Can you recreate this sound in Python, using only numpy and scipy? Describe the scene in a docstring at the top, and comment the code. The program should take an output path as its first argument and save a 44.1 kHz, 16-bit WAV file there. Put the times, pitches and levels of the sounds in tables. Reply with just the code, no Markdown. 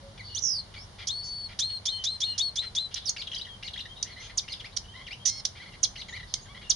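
"""A soft far hoot and a few quiet notes sound over distant rumble and faint foliage hiss; then a warbler sings.
Its song is a falling trill, eight whistles that each open with a rasp, then soft chatter between sharp chips
and one nasal buzz. Each note is a gliding syrinx tone, clean or fluttering, shaped by throat and beak;
the bird repeats a few syllable shapes. Far birds whistle thinly, and reeds scatter every song into a short
tail of decaying noise. Rumble and hiss are shaped noise, drone and hoot plain sines."""
import sys
import numpy as np
from scipy import signal
from scipy.fft import rfft, irfft, next_fast_len
from scipy.io import wavfile
from scipy.ndimage import map_coordinates

SR = 44100
rng = np.random.default_rng(int(sys.argv[2]) if len(sys.argv) > 2 else 0)


def persist_wave(psi):
    """Save psi, clipped to +-1, as 16-bit WAV."""
    counts = np.round(np.clip(psi, -1, 1) * 32767).astype(np.int16)
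    wavfile.write(sys.argv[1], SR, np.atleast_2d(counts).T)


N = 297675  # samples, 6.75 s


def undb(db):
    """Decibels to gain."""
    return 10 ** (np.asarray(db) / 20)


def unit(x):
    """Scale to rms 1."""
    return x / np.sqrt(np.mean(x ** 2) + 1e-20)


def response(points, hz):
    """Gain at hz of a (f/Hz, level/dB) curve, straight over log frequency."""
    f, db = np.transpose(points)
    return undb(np.interp(np.log(np.maximum(hz, 1)), np.log(f), db))


def colour(x, points):
    """Filter by a (f/Hz, level/dB) curve in the spectrum, with no phase shift."""
    size = next_fast_len(x.shape[-1] + 512)
    gain = response(points, np.fft.rfftfreq(size, 1 / SR))
    return irfft(rfft(x, size) * gain, size)[..., :x.shape[-1]]


def wander(size, rate):
    """Smooth chance with spread about 1 and `rate` new values a second."""
    at = np.arange(size) * rate / SR
    values = rng.standard_normal(size + 4)
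    return map_coordinates(values, [at + 1], order=2, prefilter=False) / .75


def edges(size, rise_s, fall_s):
    """Rounded start and stop."""
    t = np.arange(size) / SR
    ramp = np.minimum(t / rise_s, t[::-1] / fall_s)
    return np.sin(np.pi / 2 * np.clip(ramp, 0, 1)) ** 2


def add(out, s, x):
    """Mix x in at time s."""
    i = max(int(s * SR), 0)
    out[i:i + len(x)] += x[:len(out) - i]


# spectrum of the outdoor noise before its low and high parts are levelled: f/Hz, level/dB
AIR_SPECTRUM = [(15, -44), (25, 3), (101, 4), (202, -6.5), (274, -14.5), (979, -15.5), (1360, -21),
                (2160, -22.5), (2580, -28), (3000, -21), (4510, -21), (6780, -29), (7700, -34.5),
                (8530, -31), (11000, -32.5), (14300, -100), (22000, -120)]
# level of the distant rumble over time: t/s, level/dB
RUMBLE_LEVEL = [(0, -50.5), (1.6, -53), (5.2, -52), (6.3, -50)]
# drone of a distant engine: centre f/Hz, mean level/dB
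ENGINE_DRONE = [(98, -61), (199, -67)]


def background(alike_hz=450, sway_db=0.2, hiss_db=-53.5):
    """Distant rumble and drone, alike in both ears, under a wide, gently swaying foliage hiss."""
    mid, side = colour(rng.standard_normal((2, N)), AIR_SPECTRUM)
    # thin out the stereo difference in the bass
    side = signal.sosfilt(signal.butter(1, alike_hz, "high", fs=SR, output="sos"), side)
    air = mid + 0.9 * side * np.array([[1], [-1]])
    low = signal.sosfiltfilt(signal.butter(2, 300, fs=SR, output="sos"), air)
    rumble_db = np.interp(np.arange(N) / SR, *np.transpose(RUMBLE_LEVEL))
    rumble = undb(rumble_db) * unit(low)
    hiss = undb(hiss_db + sway_db * wander(N, 3.2)) * unit(air - low)
    out = rumble + hiss
    for hz, db in ENGINE_DRONE:
        level = undb(db + 1.9 * wander(N, 4))
        pitch = hz * (1 + 0.032 * wander(N, 11))
        out = out + level * unit(np.sin(2 * np.pi * np.cumsum(pitch) / SR))
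    return out


# one faint far hoot: t/s, length/s, f/Hz, level/dB
FAR_HOOT = (0, 0.16, 554.5, -54.5)


def hoot():
    """One soft low tone from far away, a plain sine with rounded ends."""
    out = np.zeros(N)
    s, length, hz, db = FAR_HOOT
    t = np.arange(int(length * SR)) / SR
    tone = np.sin(2 * np.pi * hz * t) * edges(len(t), 0.048, 0.1)
    add(out, s, undb(db) * unit(tone))
    return out


# throat and open beak response: f/Hz, level/dB
THROAT = [(900, -21), (1500, 6), (2100, 1), (2600, -8), (3200, 3.5), (4500, -3.5), (6300, 0), (7200, -6.5),
          (8500, -4), (11000, -15)]


def syrinx(hz, rough, throat=THROAT, slope=1.75, jitter=0.2265, flutter_hz=1000, flutter=1.92, overtone_db=5):
    """A membrane tone with overtones; when rough its pitch scatters and the second membrane chops it."""
    size = len(hz)
    pitch = hz * (1 + jitter * rough ** 2 * wander(size, 1688.3))
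    phase = 2 * np.pi * np.cumsum(pitch) / SR
    # harmonics 2 to 9, weaker as they climb and silent from 12 kHz
    overtones = sum(np.sin(k * phase) * k ** -slope * (k * hz < 12000) for k in range(2, 10))
    chop_rate = flutter_hz * (1 + 0.163 * wander(size, 416))
    chop = np.sin(2 * np.pi * np.cumsum(chop_rate) / SR)
    tone = np.sin(phase) + undb(overtone_db * rough) * overtones
    return unit(colour(tone * np.exp(flutter * rough ** 2 * chop), throat))


def glide(start_hz, end_hz):
    """Start, middle and end pitch of an even glide."""
    return start_hz, np.sqrt(start_hz * end_hz), end_hz


def held(t, first_hz, hz, settle_s, sag_hz, sag_s):
    """Pitch of a held note: it settles from its first pitch and sags as the pressure ends."""
    return hz + (first_hz - hz) * np.exp(-t / settle_s) - sag_hz * np.exp((t - t[-1]) / sag_s)


def note(length, pitches, rough, throat, slope, rise, fall, swell_db=0, jitter=.22):
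    """One arched glide through three pitches, rms 1; rise and fall are shares of its length."""
    u = np.linspace(0, 1, int(max(length, .004) * SR))
    hz = np.polyval(np.polyfit([0, .5, 1], pitches, 2), u)
    tone = syrinx(hz, np.clip(rough, 0, 1), throat, slope, jitter)
    return unit(tone * undb(swell_db * u) * edges(len(u), rise * length, fall * length))


# response with the beak nearly closed: f/Hz, level/dB
MUTED_THROAT = [(900, -26), (1400, 0.5), (2100, 0), (2600, -1.5), (3200, 6.5), (4300, 2.5), (5200, 1),
                (6300, -5.5), (7500, -15.5), (11000, -12.5)]


def muted_note(length, pitches, db, rough, slope=1.58, swell_db=0):
    """A quiet note that swells and fades through a nearly closed beak."""
    return undb(db) * note(length, pitches, rough, MUTED_THROAT, slope, rise=.22, fall=.22, swell_db=swell_db)


# thin whistles of birds further off: t/s, length/s, start f/Hz, end f/Hz, level/dB, roughness 0-1
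FAR_NOTES = [(0.222, 0.15, 4550, 4200, -50, 0.38), (.283, 0.094, 2880, 2860, -54.5, 0.32),
             (0.77, 0.081, 4580, 5900, -53, 0.35), (1.226, 0.073, 4900, 6240, -49.5, 0.45),
             (1.235, 0.04, 7300, 6150, -53.5, 0.5), (1.691, 0.028, 2910, 3010, -49, 0.7),
             (1.905, .143, 3060, 2960, -45.5, .3), (2.244, 0.15, 2900, 2798, -50, 0.4),
             (3.006, 0.06, 3450, 3870, -52, 0.5), (3.475, 0.081, 3266, 3050, -50, 0.2),
             (3.883, .052, 3090, 3150, -51, 0.2), (3.954, 0.077, 3670, 3800, -53, 0.3),
             (4.101, 0.051, 4540, 3790, -53.5, .1), (4.19, 0.09, 5750, 6610, -55.5, .43),
             (4.873, 0.056, 2890, 3200, -55, 0), (5.188, 0.071, 3115, 3150, -56, 0.26),
             (6.076, 0.051, 6550, 6700, -56.5, 0.37), (6.26, 0.1, 4560, 5030, -57, 0.7),
             (6.36, 0.044, 4700, 4600, -53.5, 0.3), (6.408, 0.036, 6340, 6580, -55.5, 0.33),
             (6.622, 0.087, 2835, 2690, -54, 0.35)]


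def neighbours(bow=0.0248, slope=2.6):
    """Thin, slightly arched whistles of birds further off, made by the same syrinx model."""
    out = np.zeros(N)
    for s, length, start_hz, end_hz, db, rough in FAR_NOTES:
        pitches = start_hz, (1 + bow) * (start_hz + end_hz) / 2, end_hz
        add(out, s, muted_note(length, pitches, db, rough, slope))
    return out


def twitter(count=30, start_s=3.2, db=-56, length=0.0286, low_hz=1700, high_hz=4200, sweep=0.305):
    """Faint scratchy slips of song at random pitches, one in each equal slot under the chatter."""
    out = np.zeros(N)
    for k, (when, height, bend) in enumerate(rng.random((count, 3))):
        hz = low_hz * (high_hz / low_hz) ** height
        end_hz = hz * (1 + sweep * (2 * bend - 1))
        s = start_s + (k + when) / count * (N / SR - start_s)
        add(out, s, muted_note(length, glide(hz, end_hz), db, rough=0.477))
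    return out


# murmured syllables between the louder notes: t/s, length/s, f/Hz, level/dB, roughness 0-1
MURMURS = [(4.039, 0.11, 1986, -52, 0.64), (4.156, 0.07, 2012, -48, 0.42),
           (4.294, 0.024, 1930, -47.5, 0.58), (4.932, .075, 984, -49.5, 0.3),
           (4.994, 0.037, 1007, -49.5, 0.42), (5.548, 0.051, 2223, -50, 0.64),
           (5.592, .061, 2070, -48, 0.5), (5.652, 0.052, 2026, -51, 0.54),
           (5.733, 0.028, 2047, -51.5, 0.47), (6.195, 0.019, 1880, -45, 0.48),
           (6.226, 0.018, 1857, -48, 0.39), (6.476, .06, 1077, -53.5, 0.14),
           (6.542, 0.043, 999, -48.5, 0.48), (6.611, 0.027, 2055, -49.5, 0.64)]


def murmurs(slope=1.9, rise=0.052, arch=0.109):
    """Low syllables that all share one slightly rising arch of pitch."""
    out = np.zeros(N)
    for s, length, hz, db, rough in MURMURS:
        pitches = hz * (1 + np.array([-rise - arch / 2, arch / 2, rise - arch / 2]))
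        add(out, s, muted_note(length, pitches, db, rough, slope))
    return out


# quick pips of the chatter: t/s, middle f/Hz, glide over the pip/octaves, level/dB
PIPS = [(3.269, 3440, -0.81, -36.5), (3.314, 3120, 0.37, -36), (3.33, 2910, 0.18, -38),
        (3.344, 4990, 1, -35.5), (3.359, 3155, 0.078, -34), (3.38, 4730, 0.081, -38),
        (3.393, 2900, 0.14, -41.5), (3.411, 3890, 0.33, -36.5), (3.448, 3080, 0.14, -43),
        (3.465, 1890, -.1, -48.5), (3.733, 3660, -0.94, -38), (3.757, 1970, 0.64, -43.5),
        (3.774, 3470, 0.25, -37), (3.789, 2820, 0.12, -38.5), (3.803, 3860, -0.22, -36),
        (3.853, 1847, -0.056, -43.5), (4.521, 4840, 0.32, -34)]
PIP_S = .013
# low mews and scratches: t/s, length/s, start f/Hz, end f/Hz, level/dB, roughness 0-1
MEWS = [(0.175, 0.013, 1825, 3390, -49, 0.82), (0.192, 0.025, 2390, 1906, -44, 0),
        (0.737, 0.02, 2120, 2390, -47, 0.94), (0.758, 0.0295, 2336, 2277, -45.5, 0.42),
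        (0.979, 0.073, 2340, 2064, -46, 0.72), (1.481, 0.064, 2120, 2155, -50.5, 0.69),
        (2.613, 0.05, 2100, 2100, -45.5, 0.84), (2.906, 0.046, 3210, 3190, -50, 0.72),
        (2.954, 0.035, 3970, 3600, -37, 0.91), (4.208, .078, 3134, 2850, -48, 0.87),
        (4.595, 0.023, 4200, 2090, -42.5, 0.6), (4.64, 0.032, 1753, 2880, -42.5, 0.45),
        (5.063, .029, 3540, 1633, -43, 0.38), (5.104, 0.037, 2020, 3210, -39.5, 0.32),
        (6.083, 0.019, 2455, 1780, -43.5, 0.53), (6.119, 0.052, 1712, 2525, -43, 0.32),
        (6.159, 0.023, 2210, 1815, -42, 0.55)]


def chatter():
    """Quick gliding pips and mostly longer, lower mews through a nearly closed beak."""
    out = np.zeros(N)
    for s, hz, octaves, db in PIPS:
        half = 2 ** (octaves / 2)
        add(out, s, muted_note(PIP_S, glide(hz / half, hz * half), db, rough=0.45))
    for s, length, start_hz, end_hz, db, rough in MEWS:
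        add(out, s, muted_note(length, glide(start_hz, end_hz), db, rough))
    return out


# response with the beak half open, shared by turns and buzz: f/Hz, level/dB
HALF_OPEN_THROAT = [(900, -38), (2100, -15.5), (3200, -17), (4300, -3.5), (5400, 1.5), (6400, -12),
                    (7300, -22), (8500, -23), (11000, -26)]
# soft three-part turns: t/s, length of the dip/s, f at its bottom/Hz, level of the dip/dB
TURNS = [(3.162, .039, 2205, -40.5), (3.625, 0.037, 2100, -42.5), (4.478, .04, 2070, -43.5),
         (5.955, .044, 2030, -44)]
# flick pitches at start, middle, end
FLICK_S, FLICK_UP_HZ, FLICK_DOWN_HZ = .013, (1720, 2720, 2870), (4560, 3600, 2330)


def turns(rim=1.22, up_db=4, down_db=6, flick_rough=0.51, swell_db=4, slope=1.15):
    """The voice flicks up, dips through a low note whose octave rings the half-open beak, and flicks down."""
    out = np.zeros(N)
    for s, length, hz, db in TURNS:
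        dip_hz = (rim * hz, hz, rim * hz)
        dip = note(length, dip_hz, .33, HALF_OPEN_THROAT, slope, rise=.2, fall=.15, swell_db=swell_db)
        add(out, s, muted_note(FLICK_S, FLICK_UP_HZ, db + up_db, flick_rough, swell_db=8))
        add(out, s + FLICK_S, undb(db) * dip)
        add(out, s + FLICK_S + length, muted_note(FLICK_S, FLICK_DOWN_HZ, db + down_db, flick_rough))
    return out


def open_note(length, pitches, db, rough, swell_db, rise=0.099, jitter=0.21, rasp_db=-24, slope=2.96, leak_db=-9):
    """A sharp note through the open beak, with a thin rush of air that grows with pitch."""
    x = note(length, pitches, rough, THROAT, slope, rise=rise, fall=.08, swell_db=swell_db, jitter=jitter)
    hiss = colour(rng.standard_normal(len(x)), [(1200, -35), (2000, leak_db), (3500, 12.5), (11000, -2.0)])
    rush = abs(x) * hiss  # the air follows the tone's own waveform
    return undb(db) * (x + undb(rasp_db) * (pitches[1] / 4000) ** 2 * rush)


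# the nasal buzz; its level is before the opening accent
BUZZ_START_S, BUZZ_S, BUZZ_DB = 5.251, 0.16, -40
BUZZ_FIRST_HZ, BUZZ_HZ, BUZZ_SETTLE_S, BUZZ_SAG_HZ, BUZZ_SAG_S = 900, 1086, .028, 280, .005
# the harsh burst that opens it, pitches at start, middle, end
BURST_S, BURST_HZ, BURST_DB = .053, (6140, 5910, 5830), -22.5


def buzz(slope=.3, air_db=-12, rough=0.36, accent_db=7, accent_s=.045):
    """A low voice with air, whose fourth and fifth harmonics ring the beak; it starts harsh and clears."""
    out = np.zeros(N)
    t = np.arange(int(BUZZ_S * SR)) / SR
    hz = held(t, BUZZ_FIRST_HZ, BUZZ_HZ, BUZZ_SETTLE_S, BUZZ_SAG_HZ, BUZZ_SAG_S)
    hz = hz * (1 + 0.0073 * wander(len(t), 197))
    voice = syrinx(hz, rough, HALF_OPEN_THROAT, slope, jitter=.1)
    air = unit(colour(rng.standard_normal(len(t)), HALF_OPEN_THROAT))
    level = undb(BUZZ_DB + accent_db * np.exp(-t / accent_s)) * edges(len(t), 0.0038, 0.0031)
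    burst = open_note(BURST_S, BURST_HZ, BURST_DB, rough=0.66, swell_db=-11, rise=0.19, jitter=0.069)
    add(out, BUZZ_START_S, (voice + undb(air_db) * air) * level)
    add(out, BUZZ_START_S, burst)
    return out


# chips, steep sweeps down through the whole voice: t/s, level/dB
CHIPS = [(4.371, -25), (5.827, -21), (6.694, -20.5)]
CHIP_S, CHIP_HZ = .031, (7790, 5190, 3060)
# dry ticks: t/s, length/s, level/dB, swell over the note/dB
TICKS = [(2.941, 0.0089, -29, -7), (4.026, .013, -26, -26), (4.763, .013, -25.5, 13.5),
         (5.45, 0.0144, -24, -26), (6.338, 0.0089, -23, -19)]
TICK_HZ = (5877, 5550, 5080)
# loud slurs, up into the trill and down after the whistles:
# t/s, length/s, start f/Hz, end f/Hz, level/dB, roughness 0-1, swell over the note/dB
SLURS = [(.347, 0.033, 5730, 6850, -32.5, 0.29, -6), (0.356, .026, 2980, 3670, -36, 0.26, 19),
         (0.377, .02, 3850, 6450, -32.5, .2, 0), (3.054, .044, 5990, 4130, -30, 0.36, 10),
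         (3.093, 0.014, 6840, 4510, -24.5, 0.54, -15)]


def chips():
    """The sharp notes: chips that peak early in their downward sweep, rough ticks and a few slurs."""
    out = np.zeros(N)
    for s, db in CHIPS:
        add(out, s, open_note(CHIP_S, CHIP_HZ, db, rough=0.46, swell_db=-35.5, rise=0.6, jitter=0.17))
    for s, length, db, swell_db in TICKS:
        add(out, s, open_note(length, TICK_HZ, db, rough=.7, swell_db=swell_db, rise=0.3))
    for s, length, start_hz, end_hz, db, rough, swell_db in SLURS:
        add(out, s, open_note(length, glide(start_hz, end_hz), db, rough, swell_db))
    return out


# whistle calls: t/s, length of the held tone/s, its first f/Hz, its settled f/Hz,
# rasp level/dB, scoop level/dB, held tone level before its accent/dB
WHISTLES = [(1.069, .375, 4100, 4470, -29, -31.5, -38), (1.588, 0.16, 4070, 4320, -26.5, -29, -35),
            (1.853, .102, 4085, 4365, -27.5, -28, -37), (2.037, 0.096, 3900, 4320, -28.5, -29, -36.5),
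            (2.202, .1, 4200, 4310, -31, -26, -34.5), (2.377, 0.087, 4410, 4410, -27.5, -25.5, -35.5),
            (2.555, 0.099, 4030, 4204, -32.5, -27.5, -38.5), (2.748, 0.089, 3970, 4160, -32, -26, -35.5)]
# a rising rasp and a low scoop lead to the held tone; pitches at start, middle, end
RASP_S, RASP_HZ = .022, (4864, 5570, 6480)
SCOOP_DELAY_S, SCOOP_S, SCOOP_HZ = .013, .029, (3318, 3492, 3853)
# the held tone: opening accent, settling and sagging pitch, release
ACCENT_DB, ACCENT_S, SETTLE_S, SAG_HZ, SAG_S, RELEASE_S = 7, .035, .035, 380, .016, .021


def whistles(rough=0.17, slope=3.58, waver_db=1.5):
    """Each call is a rasp, a swelling scoop, then a nearly pure held tone with a slight tremor."""
    out = np.zeros(N)
    for s, length, first_hz, settled_hz, rasp_db, scoop_db, tone_db in WHISTLES:
        add(out, s, open_note(RASP_S, RASP_HZ, rasp_db, rough=.85, swell_db=-3, rise=0.23, jitter=.1))
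        add(out, s + SCOOP_DELAY_S, open_note(SCOOP_S, SCOOP_HZ, scoop_db, rough=0.3, swell_db=15))
        t = np.arange(int(length * SR)) / SR
        hz = held(t, first_hz, settled_hz, SETTLE_S, SAG_HZ, SAG_S)
        hz = hz * (1 + 0.0057 * wander(len(t), 114.3))
        db = tone_db + ACCENT_DB * np.exp(-t / ACCENT_S) + waver_db * wander(len(t), 50)
        tone = syrinx(hz, rough, slope=slope) * undb(db) * edges(len(t), 0.0016, RELEASE_S)
        add(out, s + SCOOP_DELAY_S + SCOOP_S, tone)
    return out


# the falling trill: its centre pitch drops steadily while the vibrato narrows and slows
TRILL_START_S, TRILL_S, TRILL_DB, TRILL_FADE_DB_PER_S = 0.4022, 0.22, -23.5, -41.5
TRILL_HZ, TRILL_FALL_HZ_PER_S = 6626, 11280
VIBRATO_DEPTH_HZ, VIBRATO_NARROW_S = 900, 0.15
VIBRATO_FIRST_HZ, VIBRATO_LAST_HZ, VIBRATO_SLOW_S = 76.2, 56.7, 0.063


def trill(rough=0.046, quiver=0.017, dwell=0.32, trough_db=4.5):
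    """A falling whistle whose fast vibrato slows and narrows, lingering and loudest in the troughs."""
    out = np.zeros(N)
    t = np.arange(int(TRILL_S * SR)) / SR
    rate = VIBRATO_LAST_HZ + (VIBRATO_FIRST_HZ - VIBRATO_LAST_HZ) * np.exp(-t / VIBRATO_SLOW_S)
    turn = 2 * np.pi * np.cumsum(rate) / SR
    # the double-rate term flattens the troughs and sharpens the peaks
    shape = np.sin(turn) - dwell * np.cos(2 * turn)
    swing = VIBRATO_DEPTH_HZ * np.exp(-t / VIBRATO_NARROW_S) * shape
    centre = (TRILL_HZ - TRILL_FALL_HZ_PER_S * t) * (1 + quiver * wander(len(t), 597.0))
    db = TRILL_DB + TRILL_FADE_DB_PER_S * t - trough_db * swing / VIBRATO_DEPTH_HZ
    level = undb(db) * edges(len(t), 0.057, 0.028)
    add(out, TRILL_START_S, syrinx(centre + swing, rough, slope=3.65) * level)
    return out


# direct sound at the two microphone ports, left minus right: f/Hz, level/dB
PORT_BALANCE = [(300, -6), (1400, -8.5), (2200, 3), (3400, 5.5), (4400, 4.5), (4900, -6), (5600, -15),
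                (6200, -15.5), (6900, 3), (8200, -2), (9500, 6)]


def reeds(song, near_db=-9, near_t60=0.11, far_db=-16, far_t60=0.22):
    """Close leaves scatter the song at once, the reed bed returns a thin tail; each port hears its own mix."""
    t = np.arange(SR // 2) / SR
    channels = []
    for side in (1, -1):
        tail = 0
        for db, t60, delay in ((near_db, near_t60, .001), (far_db, far_t60, .008)):
            scatter = rng.standard_normal(len(t)) * 1000 ** (-t / t60) * (t > delay)
            tail = tail + undb(db) * scatter / np.linalg.norm(scatter)
        # the two ports share the power of the direct sound differently at each pitch
        share = [(hz, 10 * np.log10(2 / (1 + undb(-side * db) ** 2))) for hz, db in PORT_BALANCE]
        channels.append(colour(song, share) + signal.fftconvolve(song, tail)[:N])
    return np.array(channels)


def scene():
    """The singer and its neighbours among the reeds; soft and distant notes scatter more than the loud ones."""
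    air = background() + hoot()
    loud = reeds(trill() + whistles() + chips() + buzz())
    soft_song = turns() + chatter() + murmurs() + twitter()
    soft = reeds(soft_song, near_db=-4, near_t60=.13, far_db=-9, far_t60=.24)
    far = reeds(neighbours(), near_db=1.5, near_t60=.15, far_db=-13, far_t60=.35)
    return loud + soft + far + air


# narrow dips of the microphone: f/Hz, width/Hz
MIC_DIPS = [(2590, 157), (7750, 930)]
LOW_CUT_HZ, TOP_HZ = 27, 11050


def record(dry):
    """The microphone has two narrow dips; the recorder cuts the deepest bass and the top."""
    for hz, width in MIC_DIPS:
        dry = signal.lfilter(*signal.iirnotch(hz, hz / width, fs=SR), dry)
    dry = signal.sosfilt(signal.butter(10, LOW_CUT_HZ, "high", fs=SR, output="sos"), dry)
    return signal.sosfilt(signal.ellip(10, .2, 70, TOP_HZ, fs=SR, output="sos"), dry)


dry = scene()
out = record(dry)
persist_wave(out)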